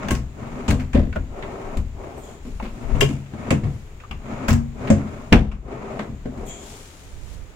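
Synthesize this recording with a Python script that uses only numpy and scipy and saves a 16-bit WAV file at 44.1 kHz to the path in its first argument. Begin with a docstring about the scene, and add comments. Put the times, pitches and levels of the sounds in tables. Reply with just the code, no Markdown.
"""Wooden drawers of an empty dresser knock against their stops, pulled out and pushed shut in turn.
Each blow booms the case, thuds the thin bottoms and cracks the boards; some rattle the metal pulls.
Wood rubs on wood as each drawer runs. The last low thud is a footstep. The room is bare and carpeted.
Clothes swish, mostly at the end; the hand-held microphone rumbles, and the hardest slam overloads it."""
import sys
import numpy as np
from scipy import signal
from scipy.fft import rfft, irfft, next_fast_len
from scipy.io import wavfile

SR = 44100
rng = np.random.default_rng(int(sys.argv[2]) if len(sys.argv) > 2 else 0)


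def inscribe(sig):
    """Save sig as 16-bit PCM at rate SR to the path in sys.argv[1].

    A 1-D sig is mono; a 2-D sig holds one channel per row.
    Samples are clipped to [-1, 1] before scaling.
    """
    pcm = np.round(np.clip(np.atleast_2d(sig).T, -1, 1) * 32767)
    wavfile.write(sys.argv[1], SR, pcm.astype(np.int16))


N = 332955
TIME = np.arange(N) / SR
FFT_SIZE = next_fast_len(N, True)
BINS_HZ = np.maximum(np.fft.rfftfreq(FFT_SIZE, 1 / SR), 1)

# drawer hits a stop or drops on its runners; the last low thud is a footstep:
# t/s, thud/dB, case rocking/dB, treble loss/dB, chatter/s, bottom f/Hz
BLOWS = [(0.041, -22, -32, 40, 0.013, 232), (0.107, -15, -17, 11, 0.0097, 238),
         (0.683, -15.5, -15.5, 21.5, 0.019, 217.6), (0.704, -12.5, -31, 17.5, 0.0068, 215.7),
         (0.798, -29, -29, 18.5, 0.019, 243), (0.947, -10.5, -8, 38.5, 0.026, 229),
         (1.156, -21.5, -24, 28, 0.0069, 207.7), (1.77, -26, -14, 16.5, 0.0081, 205),
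         (2.451, -28.5, -50, 31, 0.024, 246), (2.625, -24.5, -50, 27.5, 0.03, 228),
         (2.948, -22.5, -30, 29, 0.034, 221), (3.015, -15, -33, 20, 0.006, 238),
         (3.089, -24.5, -35, 20, 0.03, 218), (3.335, -26, -51, 40, 0.01, 184),
         (3.511, -11, -34, 27, 0.008, 189), (3.635, -23.5, -26, 29, 0.027, 213),
         (4.109, -31.5, -30.5, 28, 0.01, 173), (4.486, -12, -17.5, 17, 0.008, 217.5),
         (4.902, -8, -25, 23, 0.0029, 206), (5.323, -2.5, 0, 34, 0.021, 223.3),
         (5.341, -5.5, -5, 30.5, 0.031, 225), (5.994, -19.5, -54, 26, 0.0052, 212),
         (6.093, -28, -24, 58, 0.0046, 221), (6.256, -22, -41, 38, 0.005, 182),
         (6.375, -34, -29, 22, 0.0057, 221)]
# modes of case, bottoms and side panels: f/Hz, level/dB, t60/s
CASE_MODES = [(40.7, -3, 0.4), (48, -9.5, 0.87), (64.4, -2, 0.64), (85.7, -5.5, 0.57), (130.4, -11.5, 0.45),
              (136.5, -6.5, 0.67), (208, -9, 0.5), (235.2, -27.5, 0.19), (253.3, -14, 0.51),
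              (333, -17, 0.26), (384, -21.5, 0.46), (427.5, -8, 0.11), (486, -6.5, 0.32), (583, -8, 0.18),
              (600, -7, 0.21), (677.4, -11, 0.4), (955, -21, 0.17), (1086, -10.5, 0.21), (1270, -24, 0.23),
              (1553, -18.5, .16), (1810, -51, 0.21), (2190, -15.5, 0.098)]
def case_and_bottoms(modes_db=-3.0, spread_db=4.0, boom_db=-3.5, bottom_db=-7.0, lean_db=1.8):
    """Every blow rings the shared wooden modes, a hollow boom and a drawer bottom's note."""
    hz, mode_db, t60 = np.transpose(CASE_MODES)
    rings = np.array([ring(f, t) * (-1) ** k for k, (f, t) in enumerate(zip(hz, t60))])
    out = np.zeros(N)
    for blow in BLOWS:
        s, thud_db, *_, bottom_hz = blow
        boom_hz, _, ring_s, _ = voice_at(s)
        scatter_db = spread_db * rng.standard_normal(len(hz))
        add(out, s, from_db(drive_db(blow, hz) + mode_db + modes_db + scatter_db) @ rings)
        add(out, s, from_db(hollow_db(blow) + boom_db) * hollow_note(boom_hz, 0.85 * ring_s))
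        add(out, s, from_db(thud_db + bottom_db) * hollow_note(bottom_hz, 0.51 * ring_s))
    return room(out, wet_db=-19.0, t60_s=0.14) * from_db([[lean_db], [-lean_db]])


def drive_db(blow, hz, panel_db=-11.5, loss_share=0.45):
    """A blow drives, low to high: case, hollow, bottom, panels, boards. Soft contacts lose treble."""
    thud, rocking, loss = blow[1:4]
    boom, panel, clack = hollow_db(blow), thud + panel_db, thud - loss_share * loss
    return at_hz([(60, rocking), (85, boom), (140, boom), (200, thud), (280, thud), (420, panel),
                  (650, panel), (1100, clack), (3000, clack), (6500, thud - loss)], hz)


def hollow_db(blow):
    """The bottom's thud and the case's rocking feed the hollow boom equally."""
    s, thud_db, rocking_db = blow[:3]
    return (thud_db + rocking_db) / 2 + voice_at(s)[1]


def hollow_note(hz, t60_s):
    """A struck drawer rings freely, then dies faster as it beds against its frame."""
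    t = TIME[:SR]
    return np.sin(2 * np.pi * hz * t) * from_db(-60 * (t / t60_s) ** 1.52)


# open drawers: opened/s, shut/s, boom f/Hz, boom gain/dB, base ring time/s, rumble re rub/dB
OPEN_VOICES = [(0.0, 0.9, 125, -2.5, 0.39, 5), (1.26, 2.7, 102, -5, 0.44, -4.5),
               (2.74, 3.9, 145.8, 7.5, 0.2, 6), (4.17, 5.27, 93.3, 4, 0.36, 5),
               (5.6, 6.9, 134.3, -2, 0.32, -2.5)]
# shut case: boom f/Hz, boom gain/dB, base ring time/s, rumble re rub/dB
SHUT_VOICE = (76.5, -1.5, 0.4, 3)
def voice_at(s):
    """The hollow voice of the drawer standing open at time s, else of the shut case."""
    return next((voice for opened, shut, *voice in OPEN_VOICES if opened <= s < shut), SHUT_VOICE)


# crowded board modes: f/Hz, level/dB
BOARD_SPECTRUM = [(70, -10.5), (130, -7), (250, -6.5), (400, -5.5), (600, -6), (900, -9.5), (1400, -10),
                  (2400, -8.5), (3600, -14), (5000, -9.5), (7000, -1.5), (10000, -16), (15000, -12.5)]
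# their tail in the room: f/Hz, t60/s
BOARD_TAILS = [(70, 0.47), (250, 0.41), (700, 0.37), (2500, 0.21), (7000, 0.23), (15000, .2)]
def boards(crack_db=-3.5, tail_db=-9.5, click_db=-14.5, rise_s=0.00054, spread_db=3.0):
    """A contact is a click, a burst of crowded modes while the joints chatter, and the room's tail."""
    edges_hz = np.geomspace(60, 17000, 23)
    centres_hz = np.sqrt(edges_hz[1:] * edges_hz[:-1])
    bands, t = len(centres_hz), TIME[:SR // 2]
    tails = from_db(tail_db - 60 * t / at_hz(BOARD_TAILS, centres_hz)[:, None]) ** 2
    power, clicks = np.zeros((2, bands, N)), np.zeros((bands, N))
    white = rng.standard_normal((2, 2, N))
    rattle = unit_rms(from_db(3.5 * drift(350))) ** 2   # separate tiny contacts
    for s, level_db, chatter_s, pan_db in contacts(centres_hz):
        scatter_db = spread_db * rng.standard_normal(bands)
        strength = from_db(level_db + at_hz(BOARD_SPECTRUM, centres_hz) + scatter_db)[:, None]
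        burst = from_db(crack_db) ** 2 * np.exp(-t / chatter_s) * rattle[int(s * SR):][:len(t)]
        sides = from_db([[[pan_db]], [[-pan_db]]]) ** 0.5
        add(power, s, sides * strength ** 2 * (burst + tails) * (1 - np.exp(-t / rise_s)))
        add(clicks, s, strength * from_db(click_db) * np.sqrt(SR * 0.0015))
    out = np.zeros((2, N))
    for k, hz in enumerate(centres_hz):
        band = signal.butter(2, edges_hz[k:k + 2], "band", fs=SR, output="sos")
        width_hz = edges_hz[k + 1] - edges_hz[k]
        shaken = stereo(white[k % 2], hz) * np.sqrt(power[:, k] / 2) + clicks[k] * (-1) ** k
        out += signal.sosfilt(band, shaken + 1e-18) * np.sqrt(SR / 2 / width_hz)
    return out


# edges and joints clack without moving the case: t/s, level/dB, treble loss/dB
EDGE_CLACKS = [(0.0837, -22.5, 11), (0.151, -28.5, 7.5), (0.6798, -18.5, 19), (0.794, -29, 30),
               (0.9314, -26, 18), (0.9486, -25, 33), (1.1264, -34, 29), (1.158, -31, 46),
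               (1.4237, -26.5, 33), (2.597, -33.5, 30), (1.864, -67, 2), (2.653, -29, 35),
               (3.007, -18.5, 2), (3.259, -42, 25), (3.5048, -17, 13), (4.001, -38.5, 28),
               (4.0375, -45, 31), (4.1104, -30, 19), (4.4819, -15.5, 11.5), (4.506, -22, 10),
               (4.5285, -23, 7), (4.8724, -22.5, 22), (5.3255, 1, 28.5), (5.5148, -25, 21),
               (5.992, -24, 32)]
def contacts(hz, clack_chatter_s=0.005):
    """Blows and clacks, scattered left and right: time, band levels, chatter time, pan."""
    heavy = [(blow[0], drive_db(blow, hz), blow[4]) for blow in BLOWS]
    light = [(s, at_hz([(150, db - 25), (1100, db), (3000, db), (6500, db - loss)], hz), clack_chatter_s)
             for s, db, loss in EDGE_CLACKS]
    return [(*contact, -0.5 - 2 * rng.standard_normal()) for contact in heavy + light]


# blows that rattle a pull: t/s, level/dB
PULL_JOLTS = [(0.107, -38), (0.948, -45), (1.428, -55), (3.01, -13.5), (3.028, -20), (4.111, -40),
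              (4.484, -39), (5.325, -20.5)]
# metal pull, damped by the wood: f/Hz, level/dB, t60/s
METAL_MODES = [(2115, -10, 0.035), (2410, -1, 0.045), (2810, 6, 0.03), (2990, 4, 0.03), (3230, 0, 0.028),
               (4900, -5, 0.018), (7300, -12, 0.02)]
def pulls(rattle_s=0.0043, level_db=-0.5, lean_db=3.0):
    """A jolted pull buzzes on its screws for a few milliseconds."""
    t = TIME[:SR // 10]
    metal = sum(from_db(db) * ring(hz, t60)[:len(t)] for hz, db, t60 in METAL_MODES)
    out = np.zeros((2, N))
    for s, db in PULL_JOLTS:
        buzz = rng.standard_normal((2, len(t))) * np.exp(-t / rattle_s) / np.sqrt(rattle_s * SR / 2)
        add(out, s, from_db(db + level_db) * signal.fftconvolve(buzz, metal[None], axes=1))
    return room(out * from_db([[lean_db], [-lean_db]]), wet_db=-7.0, t60_s=0.22)


# single wooden notes: t/s, f/Hz, level/dB, t60/s
WOODEN_NOTES = [(0.948, 580, -23, 0.1), (1.128, 1480, -32.5, 0.029), (1.160, 1417, -23.5, 0.036),
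                (1.160, 624, -23, 0.052), (2.601, 850, -23.5, 0.021), (3.021, 424, -11.5, 0.097),
                (3.511, 470, -18, 0.1), (4.037, 1206, -34, 0.032), (4.11, 1180, -43, 0.2),
                (4.50, 42, -23, 0.53), (4.51, 233.5, -20.5, 0.49), (4.902, 557, -14.5, 0.093),
                (4.902, 211, -5.5, 0.26), (5.327, 1250, -32, 0.088), (6.256, 456, -28.5, 0.1)]
def wooden_notes():
    """Panels ring briefly as a drawer is gripped, tips or lands; once the case rocks with a deep boom."""
    out = np.zeros(N)
    for s, hz, db, t60 in WOODEN_NOTES:
        add(out, s, from_db(db) * ring(hz, t60))
    return room(out, wet_db=4.0, t60_s=0.067)


# wood-on-wood rub, rasp and rumble: f/Hz, density/dB
RUB_SPECTRUM = [(260, -6.5), (330, -0.5), (394, 8), (460, -0.5), (620, -4), (760, -2), (900, -8),
                (1200, -14)]
RASP_SPECTRUM = [(600, 3), (780, 0), (1050, 0), (1350, 1.5), (1600, -6.5), (2350, -4.5), (3200, -16),
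                 (4400, -23.5), (5700, -25), (7000, -18), (9300, -42), (15500, -52)]
RUMBLE_SPECTRUM = [(50, -12), (80, -9.5), (135, -1), (175, -13), (215, 0), (270, -5), (360, -21.5)]
def sliding(rub_db=1.0, rumble_db=-0.5, rasp_db=2.0, sleeve_db=-60.0, judder_db=1.23, catch_db=2.5):
    """Runners catch and slip in tiny steps; the uneven push judders, and a sleeve brushes along."""
    rub, rumble, rasp, moving = stroke_gains()
    rubbing = from_db(rub_db) * rub * noise(RUB_SPECTRUM, grain_db=-1.0, grain_hz=150.0)
    rumbling = from_db(rumble_db) * rumble * noise(RUMBLE_SPECTRUM)
    rough_spots_db = catch_db * np.clip(drift(rate_hz=45.0) - 1, 0, 2)
    rasping = from_db(rasp_db + rough_spots_db) * rasp * noise(RASP_SPECTRUM, grain_db=1.5, grain_hz=400)
    sleeve = from_db(sleeve_db) * moving * noise(CLOTH_SPECTRUM)
    judder = from_db(judder_db * drift(rate_hz=25))
    return (through_wood(rubbing + rasping) + rumbling + sleeve) * judder


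# drawer runs: start/s, braking/s, mid-stroke level/dB, swell over stroke/dB, rasp re rub/dB
DRAWER_RUNS = [(-0.06, 0.1, -37, -12, 4.5), (0.318, 0.69, -39, -2, -3), (1.277, 1.746, -34.5, 0, -9),
               (1.932, 2.348, -38, -12.5, -11), (2.681, 3.012, -41.5, 12, -3.5),
               (3.267, 3.524, -41.5, 12.5, -1), (4.178, 4.486, -37.5, 5.5, -1.5),
               (4.711, 4.903, -36.5, 8, -4), (4.905, 5.333, -41, -11.5, -3.5),
               (5.615, 6.033, -32, -7, -7.5), (6.287, 6.79, -41, -18, -13.5)]
def stroke_gains(speed_up_s=0.11, stop_s=0.096, rasp_exponent=1.7):
    """A drawer speeds up, swells or fades with the push, and stops; rasp grows faster than rub."""
    rub, rumble, rasp, moving = np.zeros((4, N))
    for start, brake, db, swell_db, rasp_db in DRAWER_RUNS:
        middle = (start + brake) / 2
        speed = np.clip((TIME - start) / speed_up_s, 0, 1) * np.clip(1 - (TIME - brake) / stop_s, 0, 1)
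        push = from_db(db + swell_db * np.clip((TIME - middle) / (brake - start), -.5, .5))
        rub += push * speed
        rumble += push * speed * from_db(voice_at(middle)[3])
        rasp += push * speed ** rasp_exponent * from_db(rasp_db)
        moving += speed
    return rub, rumble, rasp, moving


def through_wood(friction, width_hz=45.5, contrast_db=4.5):
    """Friction is heard through the drawer, whose upper modes stand out of the hiss."""
    peaks = sum(1 / (1 + (2 * (BINS_HZ - hz) / width_hz) ** 2) for hz, *_ in CASE_MODES if hz > 500)
    gain = from_db(contrast_db * (np.minimum(peaks, 1) - 0.57))
    return irfft(rfft(friction, FFT_SIZE) * gain, FFT_SIZE)[..., :N]


# fabric moves as arm and body turn: peak t/s, rise/s, fall/s, level/dB
BRUSH_MOVES = [(2.29, 0.055, 0.057, -65), (2.47, 0.04, 0.75, -64), (3.75, 0.1, 0.11, -67),
               (6.49, 0.039, 0.067, -60), (6.71, 0.11, 0.38, -52.5), (7.34, 0.08, 0.03, -63)]
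SWISH_MOVES = [(2.25, 0.027, 0.11, -52), (6.51, 0.037, 0.13, -40.5)]
SQUEAK_MOVES = [(2.18, 0.011, 0.09, -53), (6.472, 0.011, 0.032, -48)]
# brush, swish and squeak: f/Hz, density/dB
CLOTH_SPECTRUM = [(500, -14), (900, -3), (2000, -7.5), (3200, -5), (4500, -9), (7000, -5), (10000, -11.5),
                  (13000, -17.5), (16000, -23)]
SWISH_SPECTRUM = [(2300, -3), (2900, -12.5), (3300, 2), (3700, -11), (5300, -34), (6400, -3), (7100, 6),
                  (7800, -6.5), (9500, -36)]
SQUEAK_SPECTRUM = [(7000, -12), (8200, 5), (9900, -20), (11600, -5), (12800, -14), (13900, -3),
                   (15500, -14)]
def clothes(brush_db=8.0, swish_db=1.5):
    """Fabric on fabric: a soft broad hiss, narrow bands from the weave, a thin squeak as it slips."""
    def envelope(moves):
        return sum(from_db(db) * swell(s, rise, fall) for s, rise, fall, db in moves)
    brush = from_db(brush_db) * envelope(BRUSH_MOVES) * noise(CLOTH_SPECTRUM, grain_db=1.5)
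    swish = from_db(swish_db) * envelope(SWISH_MOVES) * noise(SWISH_SPECTRUM)
    squeak = envelope(SQUEAK_MOVES) * noise(SQUEAK_SPECTRUM, grain_db=3.0)
    return brush + swish + squeak


# grip on the microphone, settling at the end: t/s, level/dB
GRIP_LEVELS = [(0.0, -43.5), (6.3, -45), (6.9, -50), (7.55, -63)]
# hand and floor rumble: f/Hz, density/dB
GRIP_SPECTRUM = [(12, -7), (25, 9.5), (45, -5.5), (80, -6.5), (130, -11.5), (260, -24.5), (600, -59)]
def hand_and_floor(level_db=2.5, shudder_db=-24, rocking_share=0.58):
    """Lumpy rumble of the holding hand, and of the floor shuddering after each blow."""
    power = from_db(np.interp(TIME, *np.transpose(GRIP_LEVELS))) ** 2
    for s, _, rocking_db, *_ in BLOWS:
        shudder = from_db(shudder_db + rocking_share * rocking_db) * swell(s, rise_s=0.013, fall_s=0.23)
        power += shudder ** 2
    return from_db(level_db) * np.sqrt(power) * noise(GRIP_SPECTRUM, grain_db=1.5, grain_hz=5.8)


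# hand shifts: peak t/s, rise/s, fall/s, level/dB, L-R/dB
HAND_SHIFTS = [(2.58, 0.11, 0.098, -29.5, 0), (2.97, 0.1, 0.066, -25, 15), (7.36, 0.23, 0.16, -39.5, -25)]
# their thump: f/Hz, density/dB
THUMP_SPECTRUM = [(12, 0), (27, -0.5), (45, -2), (80, -11), (260, -32)]
def hand_bumps(level_db=1.0):
    """The hand shifts on the microphone with a deep thump."""
    envelope = sum(from_db([[db + pan / 2], [db - pan / 2]]) * swell(s, rise, fall)
                   for s, rise, fall, db, pan in HAND_SHIFTS)
    return from_db(level_db) * envelope * noise(THUMP_SPECTRUM)


# noise floor: f/Hz, density/dB
AIR_SPECTRUM = [(35, -23), (60, 2.5), (180, -11.5), (238, -13), (354, -14.5), (417, -12.5), (515, -17.5),
                (1660, -25), (2350, -24.5), (4420, -36), (6000, -37.5), (6900, -28.5), (9350, -46.5),
                (16000, -44.5)]
def air(level_db=-45.0):
    """Still air and microphone hiss."""
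    return from_db(level_db) * noise(AIR_SPECTRUM)


def room(x, wet_db, t60_s):
    """Bare walls return a dense, short tail, different left and right."""
    t = TIME[:SR // 2]
    tail = rng.standard_normal((2, len(t))) * from_db(-60 * t / t60_s) * (t > .004)
    tail /= np.sqrt(np.sum(tail ** 2, axis=1, keepdims=True))
    return x + from_db(wet_db) * signal.fftconvolve(np.atleast_2d(x), tail, axes=1)[:, :N]


# channel likeness: f/Hz, correlation
CORRELATION = [(60, 1), (250, 0.86), (500, 0.72), (1000, 0.09), (2500, -0.05), (15000, 0)]
# channel balance: f/Hz, L-R/dB
BALANCE = [(60, 3.5), (250, 2), (600, 4), (1300, 3), (2300, -2), (4000, 7.5), (8000, 2), (14000, 2)]
def stereo(pair, hz):
    """Two unrelated signals become left and right: alike in the bass, apart in the treble."""
    alike = np.clip(at_hz(CORRELATION, hz), -.99, .99)
    sides = np.array([[1], [-1]])
    mixed = np.sqrt(1 + alike) * pair[0] + np.sqrt(1 - alike) * pair[1] * sides
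    return mixed * from_db(sides * at_hz(BALANCE, hz) / 2)


def noise(spectrum, grain_db=0.0, grain_hz=300.0):
    """Coloured stereo noise of unit power; grain makes its level flicker."""
    white = rng.standard_normal((2, N))
    if grain_db:
        white *= from_db(grain_db * drift(grain_hz))
    low_hz, high_hz = spectrum[0][0], spectrum[-1][0]
    skirts = np.minimum(1, BINS_HZ / low_hz) ** 3 * np.minimum(1, high_hz / BINS_HZ) ** 3
    coloured = stereo(rfft(white, FFT_SIZE), BINS_HZ) * from_db(at_hz(spectrum, BINS_HZ)) * skirts
    return unit_rms(irfft(coloured, FFT_SIZE)[:, :N])


def drift(rate_hz, step=8, points=2 ** 16):
    """Slow random wander of unit RMS."""
    white = rfft(rng.standard_normal(points))
    slow = irfft(white / (1 + (np.fft.rfftfreq(points, step / SR) / rate_hz) ** 2))
    return unit_rms(np.interp(np.arange(N) / step, np.arange(points), slow))


def ring(hz, t60_s):
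    """One struck mode, a second long."""
    return np.sin(2 * np.pi * hz * TIME[:SR]) * from_db(-60 * TIME[:SR] / t60_s)


def swell(s, rise_s, fall_s):
    """Gaussian rise to a peak at time s, then exponential decay."""
    depth = np.where(TIME < s, ((TIME - s) / rise_s) ** 2, (TIME - s) / fall_s)
    return np.exp(-np.minimum(depth, 40))


def add(out, s, sound):
    """Mix a sound in at time s."""
    at = int(s * SR)
    out[..., at:at + sound.shape[-1]] += sound[..., :N - at]


def at_hz(points, hz):
    """Interpolate a table along log frequency."""
    table_hz, values = np.transpose(points)
    return np.interp(np.log(hz), np.log(table_hz), values)


def from_db(db):
    """Decibels to gain."""
    return 10 ** (np.asarray(db) / 20)


def unit_rms(x):
    """Scale to unit power."""
    return x / np.sqrt(np.mean(x ** 2) + 1e-20)


def scene():
    """The dresser, the person at it and the room."""
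    dresser = case_and_bottoms() + boards() + pulls() + wooden_notes() + sliding()
    return dresser + clothes() + hand_and_floor() + hand_bumps() + air()


def record(dry, limit_db=-2.0, attack_s=0.048, release_db_per_s=20.0, ceiling=0.88, cutoff_hz=15900):
    """Gain dips after the hardest blows and recovers, peaks are flattened, the top is cut."""
    over_db = np.maximum(20 * np.log10(np.abs(dry).max(axis=0) + 1e-9) - limit_db, 0)
    held_db = np.maximum.accumulate(over_db + release_db_per_s * TIME) - release_db_per_s * TIME
    pole = np.exp(-1 / (attack_s * SR))
    limited = dry * from_db(-signal.lfilter([1 - pole], [1, -pole], held_db))
    clipped = limited / (1 + (limited / ceiling) ** 6) ** (1 / 6)
    return signal.sosfilt(signal.ellip(10, .1, 80, cutoff_hz, fs=SR, output="sos"), clipped)


dry = scene()
out = record(dry)
inscribe(out)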